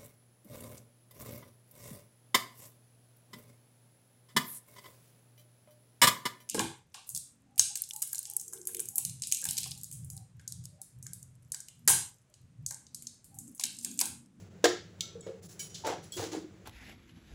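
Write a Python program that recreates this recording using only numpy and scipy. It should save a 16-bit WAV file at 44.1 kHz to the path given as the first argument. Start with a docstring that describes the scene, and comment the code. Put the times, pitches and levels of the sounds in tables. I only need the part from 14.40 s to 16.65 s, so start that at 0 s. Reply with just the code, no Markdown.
"""Parts of a small plastic food chopper are put down and shifted on a kitchen counter, away from the microphone.
An appliance hum (wavering tones in shaped noise) runs throughout, and a faint scrape (gritty noise) opens it.
Hollow knocks (short-lived tones of a housing) and hard clicks (noise bursts with a ringing lid) follow, mixed
with soft thumps (low fading tones), faint clinks of a cup and a glass dish (damped tones) and more scrapes.
All the handling rings in a tiled room, made of fading noise."""
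import sys
import numpy as np
from scipy import signal
from scipy.fft import rfft, irfft, next_fast_len
from scipy.io import wavfile
from scipy.ndimage import uniform_filter1d, map_coordinates

SR = 44100
rng = np.random.default_rng(int(sys.argv[2]) if len(sys.argv) > 2 else 0)


def linear_from_db(decibels):
    """Turn decibels (scalar or array-like) into linear amplitude factors; 0 gives 1."""
    return 10 ** (np.asarray(decibels, float) / 20)


def master_out(mix):
    """Clip the mix to full scale and print it as 16-bit PCM to the path in sys.argv[1]."""
    frames = np.transpose(np.atleast_2d(mix))
    ceiling = np.clip(frames, -1, 1)
    pcm = np.round(ceiling * 32767).astype(np.int16)
    wavfile.write(sys.argv[1], SR, pcm)


N = 99225  # samples in the scene
EVENT_T = np.arange(SR // 3) / SR  # clock of one handling sound, s
WET_DB, KNOCK_WET_DB, NEAR_WET_DB = -6.5, -7.5, -8  # room level; least on clinks and thumps


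def unit(x):
    """Scale to rms 1."""
    return x / np.sqrt(np.mean(x ** 2) + 1e-20)


def along(points, hz):
    """Read a curve of (Hz, value) points on a log frequency axis."""
    f, v = np.transpose(points)
    return np.interp(np.log(hz + 1), np.log(f + 1), v)


def coloured(x, gain):
    """Multiply the spectrum of x by a gain that depends on frequency."""
    m = next_fast_len(len(x) + 4096)
    return irfft(rfft(x, m) * gain(np.fft.rfftfreq(m, 1 / SR)), m)[:len(x)]


def add(out, s, x, wet_db=WET_DB):
    """Place a sound at s seconds with its room tail: noise that fades at its own rate in each band."""
    # How long the tiled room rings. Each row: frequency in Hz, time to fall 60 dB in seconds.
    room_times = [(200, 0.42), (600, 0.26), (2000, 0.46), (6000, 0.44), (9000, 0.29), (15000, 0.26)]
    predelay_s = 0.003
    hz, t, z = signal.stft(rng.standard_normal(SR // 2), SR, nperseg=256)
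    fade = linear_from_db(-60 * t / along(room_times, hz)[:, None])
    tail = signal.istft(z * fade, SR, nperseg=256)[1]
    tail = np.pad(tail / np.linalg.norm(tail), (round(predelay_s * SR), 0))
    wet = linear_from_db(wet_db) * signal.fftconvolve(x, tail)
    wet[:len(x)] += x  # the direct sound
    i = round(s * SR)
    out[i:i + len(wet)] += wet


def plastic(x, tilt_db, low_hz):
    """Give x the colour of hard plastic, tilted about 4 kHz and cut below low_hz, at rms 1."""
    # The colour of hard plastic. Each row: frequency in Hz, relative level in dB per Hz.
    colour = [(300, 16.5), (1000, 3), (1700, 2.2), (2400, -1), (3800, 0.9), (7000, 0.25), (16500, -15.5)]

    def gain(hz):
        tilted_db = along(colour, hz) + tilt_db * np.log2((hz + 1) / 4000)
        return linear_from_db(tilted_db) / (1 + (low_hz / (hz + 1)) ** 6)

    return unit(coloured(x, gain))


def octaves(modes, hz):
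    """Distance of each mode from a pitch, in octaves."""
    return np.log2(np.array(modes)[:, 0] / hz)


def ring(modes, gains_db, stretch, rise_s, flutter_db):
    """Sum damped tones, a little different at every blow; their levels flutter independently."""
    t, flutter_per_s = EVENT_T, 50
    hz, db, t60 = np.transpose(modes)[:, :, None]
    luck = rng.standard_normal((2, len(modes), 1))  # for level and starting phase
    knots = rng.standard_normal((len(modes), 40))
    flutter = 0
    if flutter_db:
        flutter = np.array([map_coordinates(k, [t * flutter_per_s], mode="wrap") for k in knots])
    fall_db = 60 * t / (stretch * np.maximum(t60, 0.005))
    level_db = db + gains_db[:, None] + 2.2 * luck[0] + flutter_db * flutter - fall_db
    tones = linear_from_db(level_db) * np.sin(2 * np.pi * hz * t + 0.77 * luck[1])
    return tones.sum(0) * (1 - np.exp(-t / rise_s))


def kitchen():
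    """Room air is shaped noise; each hum tone is narrow noise, which wavers, plus a steady sine."""
    # Appliance hum. Each row: pitch in Hz, width of the waver in Hz, relative level in dB.
    hum_tones = [(101.6, 14, -59.5), (171.4, 78, -66), (329, 11, -70.5)]
    # The colour of the room air. Each row: frequency in Hz, relative level in dB per Hz.
    air_colour = [(15, -65), (43, -22), (80, -19), (177, 2), (252, -17.5), (400, -9), (669, -17.5),
                  (1030, -23), (1500, -19.5), (2670, -24), (5000, -28.5), (7300, -26), (10000, -32.5),
                  (16500, -37)]
    air_db = -60  # rms
    air = linear_from_db(air_db) * unit(coloured(rng.standard_normal(N), lambda f: linear_from_db(along(air_colour, f))))
    t = np.arange(N) / SR
    for hz, width_hz, db in hum_tones:
        narrow = coloured(rng.standard_normal(N), lambda f: 1 / (1 + ((f - hz) / width_hz) ** 2))
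        steady = np.sin(2 * np.pi * hz * t)
        air = air + linear_from_db(db) * (0.5 * unit(narrow) + 0.37 * steady)
    return air


def scrapes(out):
    """Plastic dragged on the counter: scattered grains and smooth noise swell, hold and fade."""
    # Scrapes. Each row: start in seconds, rise in seconds, hold in seconds, relative level in dB,
    # tilt in dB per octave.
    strokes = [(0.0, 0.0016, 0.0038, -61.5, 5.5), (0.862, 0.004, 0.014, -55.5, -1),
               (1.02, 0.014, 0.086, -55, 7.5), (1.195, .008, 0.08, -55, 6),
               (1.371, 0.0034, 0.027, -58, 3.4), (1.444, 0.008, 0.055, -40.5, -2),
               (1.625, 0.009, 0.0098, -56, 4.5), (1.72, 0.0011, 0.1, -49.5, 8),
               (1.767, 0.0046, 0.07, -45, 1), (1.914, 0.0085, 0.031, -48, 1)]
    fall_s, grains_per_s, grain_spread_db = 0.037, 1500, 2
    t = EVENT_T
    for s, rise, hold, db, tilt_db in strokes:
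        struck = rng.random(len(t)) < grains_per_s / SR
        sizes = linear_from_db(grain_spread_db * rng.standard_normal(len(t))) * rng.standard_normal(len(t))
        rub = unit(struck * sizes) + 1.2 * rng.standard_normal(len(t))
        stroke = np.clip(t / rise, 0, 1) * np.exp(-np.clip(t - rise - hold, 0, None) / fall_s)
        add(out, s, linear_from_db(db) * stroke * plastic(rub, tilt_db, 344))


def knocks(out):
    """A hollow housing rings in its own tones; the struck spot favours those near one pitch."""
    # Knocks. Each row: start in seconds, relative level in dB, favoured pitch in Hz,
    # fall-off away from it in dB per octave squared, ring length factor.
    blows = [(.2413, -12, 530, 20, 0.25), (.2435, -27, 390, 20, 2.5), (.254, -15, 540, 20, 0.4),
             (.245, -43, 1850, 250, 2.2), (.753, -40, 424, 164, 2.23), (.866, -34, 444, 53, 1.03),
             (.883, -42, 468, 98, 3.17), (1.438, -41, 800, 198, 2.9), (1.450, -35, 790, 60, 1),
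             (1.460, -27.5, 454, 29, 0.44), (1.473, -28, 560, 12, 0.6), (1.492, -34, 350, 40, 1),
             (1.524, -40, 780, 60, 2), (1.765, -32.5, 312, 72, 1.5), (1.796, -31.5, 395, 8.5, 0.67),
             (1.822, -35.5, 353, 9, 1.32), (1.863, -37, 317, 42, 2.1), (1.917, -27, 320, 61, .9),
             (1.935, -41, 750, 61, 0.91), (1.946, -33, 354, 11, 0.95), (1.967, -30, 320, 59, 1),
             (2.011, -40, 300, 70, 1.54), (2.043, -36.5, 310, 101, 1.17)]
    # Tones of the housing. Each row: pitch in Hz, relative level in dB,
    # time to fall 60 dB in seconds before the ring length factor.
    housing = [(312, -4, 0.081), (355.5, -7, 0.11), (422, -13, 0.08), (456.8, -6.5, 0.12),
               (479, -4.5, 0.061), (527.4, -2.9, 0.087), (589.5, 7, 0.02), (721.5, -2.5, 0.067),
               (781, 6, 0.035), (882, 2.5, 0.057), (1110, 11.5, 0.016), (1307, -6, 0.11), (1640, 30, 0.012),
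               (1798, 1, 0.12)]
    for s, db, hz, fall_db, stretch in blows:
        gains_db = -fall_db * octaves(housing, hz) ** 2
        knock = ring(housing, gains_db, stretch, rise_s=0.0035, flutter_db=3)
        add(out, s, linear_from_db(db) * knock, KNOCK_WET_DB)


def clicks(out):
    """Hard plastic meets with a snap and a fading rattle of noise, while a lid rings beneath."""
    # Clicks. Each row: start in seconds, relative level in dB, tilt in dB per octave,
    # lowest pitch in Hz, time for the rattle to fall 60 dB in seconds.
    contacts = [(0.2421, -20, 1, 830, 0.066), (0.2547, -20, -2, 880, 0.027), (0.6075, -22.5, 0, 2685, .018),
                (0.8125, -27.5, 3.5, 3900, 0.0024), (1.194, -39, 10, 2140, 0.18),
                (1.3442, -44, -2, 3220, 0.2), (1.3549, -46, -17, 3300, 0.042), (1.467, -37, 4, 3350, 0.08),
                (1.4747, -34, -17, 1500, 0.018), (1.7218, -40, 8, 7500, .005),
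                (1.767, -37.5, 6.5, 2780, 0.048), (1.918, -40, -5, 1800, 0.0093)]
    # Tones of the lid. Each row: pitch in Hz, relative level in dB, time to fall 60 dB in seconds.
    lid = [(1340, -24, 0.4), (2200, -26, 0.35), (3690, -1, 0.03), (6050, -6, 0.03), (6800, -3, 0.05)]
    lid_db = -13
    t = EVENT_T
    snap = 9 * (np.arange(len(t)) == SR // 1500)  # first contact, in multiples of the raw rattle
    for s, db, tilt_db, low_hz, t60 in contacts:
        rattle = plastic(rng.standard_normal(len(t)) + snap, tilt_db, low_hz)
        crack = linear_from_db(-60 * t / t60) * rattle * (1 - np.exp(-t / 0.0011))
        # The lid follows the click's tilt, but never darker than -1 dB per octave.
        gains_db = max(tilt_db, -1) * octaves(lid, 8000)
        lid_ring = ring(lid, gains_db, 1, rise_s=0.000053, flutter_db=-6.5)
        add(out, s, linear_from_db(db) * (crack + linear_from_db(lid_db) * lid_ring))


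def thumps(out):
    """Soft heavy contacts shake the counter: low sines that swell and die away."""
    # Thumps. Each row: start in seconds, level in dB before the swell and fade, pitch in Hz.
    shakes = [(0.774, -46, 173), (1.45, -68, 160), (1.784, -37, 103.7)]
    t60, rise_s = 0.16, 0.009  # seconds
    t = EVENT_T
    for s, db, hz in shakes:
        shake = linear_from_db(db - 60 * t / t60) * np.sin(2 * np.pi * hz * t)
        add(out, s, shake * (1 - np.exp(-t / rise_s)), NEAR_WET_DB)


def clink(out, modes, touches):
    """A touched dish rings most near a favoured pitch, and its tones beat unevenly."""
    for s, db, hz, fall_db, stretch in touches:
        gains_db = -fall_db * octaves(modes, hz) ** 2
        dish_ring = ring(modes, gains_db, stretch, rise_s=0.0012, flutter_db=4.5)
        add(out, s, linear_from_db(db) * dish_ring, NEAR_WET_DB)


def cup_clinks(out):
    """A smaller dish rings in its own damped tones."""
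    # Tones of the cup. Each row: pitch in Hz, relative level in dB,
    # time to fall 60 dB in seconds before the ring length factor.
    cup = [(3190, -4, 0.3), (3340, -1, 0.3), (4355, -9, 0.2), (5430, -11, .2), (6900, -14.5, 0.12),
           (7140, -14, .1), (7650, 0, 0.2), (7900, 13, 0.03), (9960, -2, 0.05)]
    # Clinks. Each row: start in seconds, relative level in dB, favoured pitch in Hz,
    # fall-off away from it in dB per octave squared, ring length factor.
    cup_touches = [(0.808, -45, 6650, 14, 0.39), (1.721, -44, 5000, 0.27, 0.45)]
    clink(out, cup, cup_touches)


def glass_clinks(out):
    """A glass dish rings in its own damped tones."""
    # Tones of the glass dish. Each row: pitch in Hz, relative level in dB,
    # time to fall 60 dB in seconds before the ring length factor.
    glass = [(1637, -9, .12), (2280, -7, .3), (3040, -2, .55), (3865, -7, .3), (4775, -6, .25),
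             (5760, 1, .45), (6880, 0, .4), (7617, -8, .3), (8064, -2, .7), (9350, 0, .4), (10270, -2, .15),
             (10700, -4, .7), (11700, -8, .3), (15350, -11, .2)]
    # Clinks. Each row: start in seconds, relative level in dB, favoured pitch in Hz,
    # fall-off away from it in dB per octave squared, ring length factor.
    glass_touches = [(1.055, -52, 10500, 150, 0.12), (1.6, -65, 5700, 188, .8),
                     (1.641, -43, 10700, 150, .04), (1.192, -50, 6000, 0, 0.8), (1.201, -50, 5070, 0, 0.5)]
    clink(out, glass, glass_touches)


def handling():
    """Small parts radiate little bass, so only the thumps of the counter keep theirs."""
    parts, counter = np.zeros(N + 2 * SR), np.zeros(N + 2 * SR)
    scrapes(parts)
    knocks(parts)
    clicks(parts)
    thumps(counter)
    cup_clinks(parts)
    glass_clinks(parts)
    body_low_hz = 225
    return coloured(parts[:N], lambda f: 1 / (1 + (body_low_hz / (f + 1)) ** 8)) + counter[:N]


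def scene():
    """The handling over the kitchen's background sound."""
    return (kitchen() + handling())[None]


def roll_off(x):
    """The treble ends steeply here."""
    return signal.sosfilt(signal.butter(12, 17030, fs=SR, output="sos"), x)


def record(dry):
    """Microphone colour, a noise suppressor that lowers near-quietest treble, and brief treble dips."""
    # The colour of the microphone. Each row: frequency in Hz, gain in dB.
    mic_colour = [(60, 6.5), (7600, 2.5), (8600, -7.5), (10500, 1), (11600, -6.5), (13200, -12.5),
                  (14500, -4), (15500, 6.5), (16500, -37)]
    # Brief dips of the treble. Each row: centre in seconds, depth in dB.
    dips = [(0.096, 7.5), (0.818, 11.5), (1.011, 9), (1.08, 16), (1.289, 6.5)]
    dip_s, treble_hz = 0.006, 830  # width of a dip; where the treble begins
    over_quiet_db, most_cut_db, knee_db = 9, 4.5, 7.5  # suppressor threshold, depth and softness
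    heard = coloured(dry[0], lambda f: linear_from_db(along(mic_colour, f)))
    hz, t, z = signal.stft(heard, SR, nperseg=512)
    # Smooth the power over neighbouring bands, then over time.
    power = uniform_filter1d(np.abs(z) ** 2, size=19, axis=0)
    power = uniform_filter1d(power, size=5, axis=1)
    level_db = 10 * np.log10(np.abs(power) + 1e-16)
    quiet_db = np.percentile(level_db, 20, axis=1, keepdims=True)
    over_db = level_db - quiet_db - over_quiet_db
    cut_db = most_cut_db * (0.5 - 0.5 * np.tanh(over_db / knee_db))
    dip_db = sum(db * np.exp(-0.5 * ((t - s) / dip_s) ** 2) for s, db in dips)
    treble = 1 / (1 + (treble_hz / (hz + 1)) ** 4)  # both act mainly on the treble
    gain = linear_from_db(-treble[:, None] * (cut_db + dip_db))
    x = signal.istft(z * gain, SR, nperseg=512)[1][:N]
    mix = coloured(x, lambda f: f < 16000)[None]  # nothing passes above 16 kHz
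    return roll_off(mix)


dry = scene()
out = record(dry)
master_out(out)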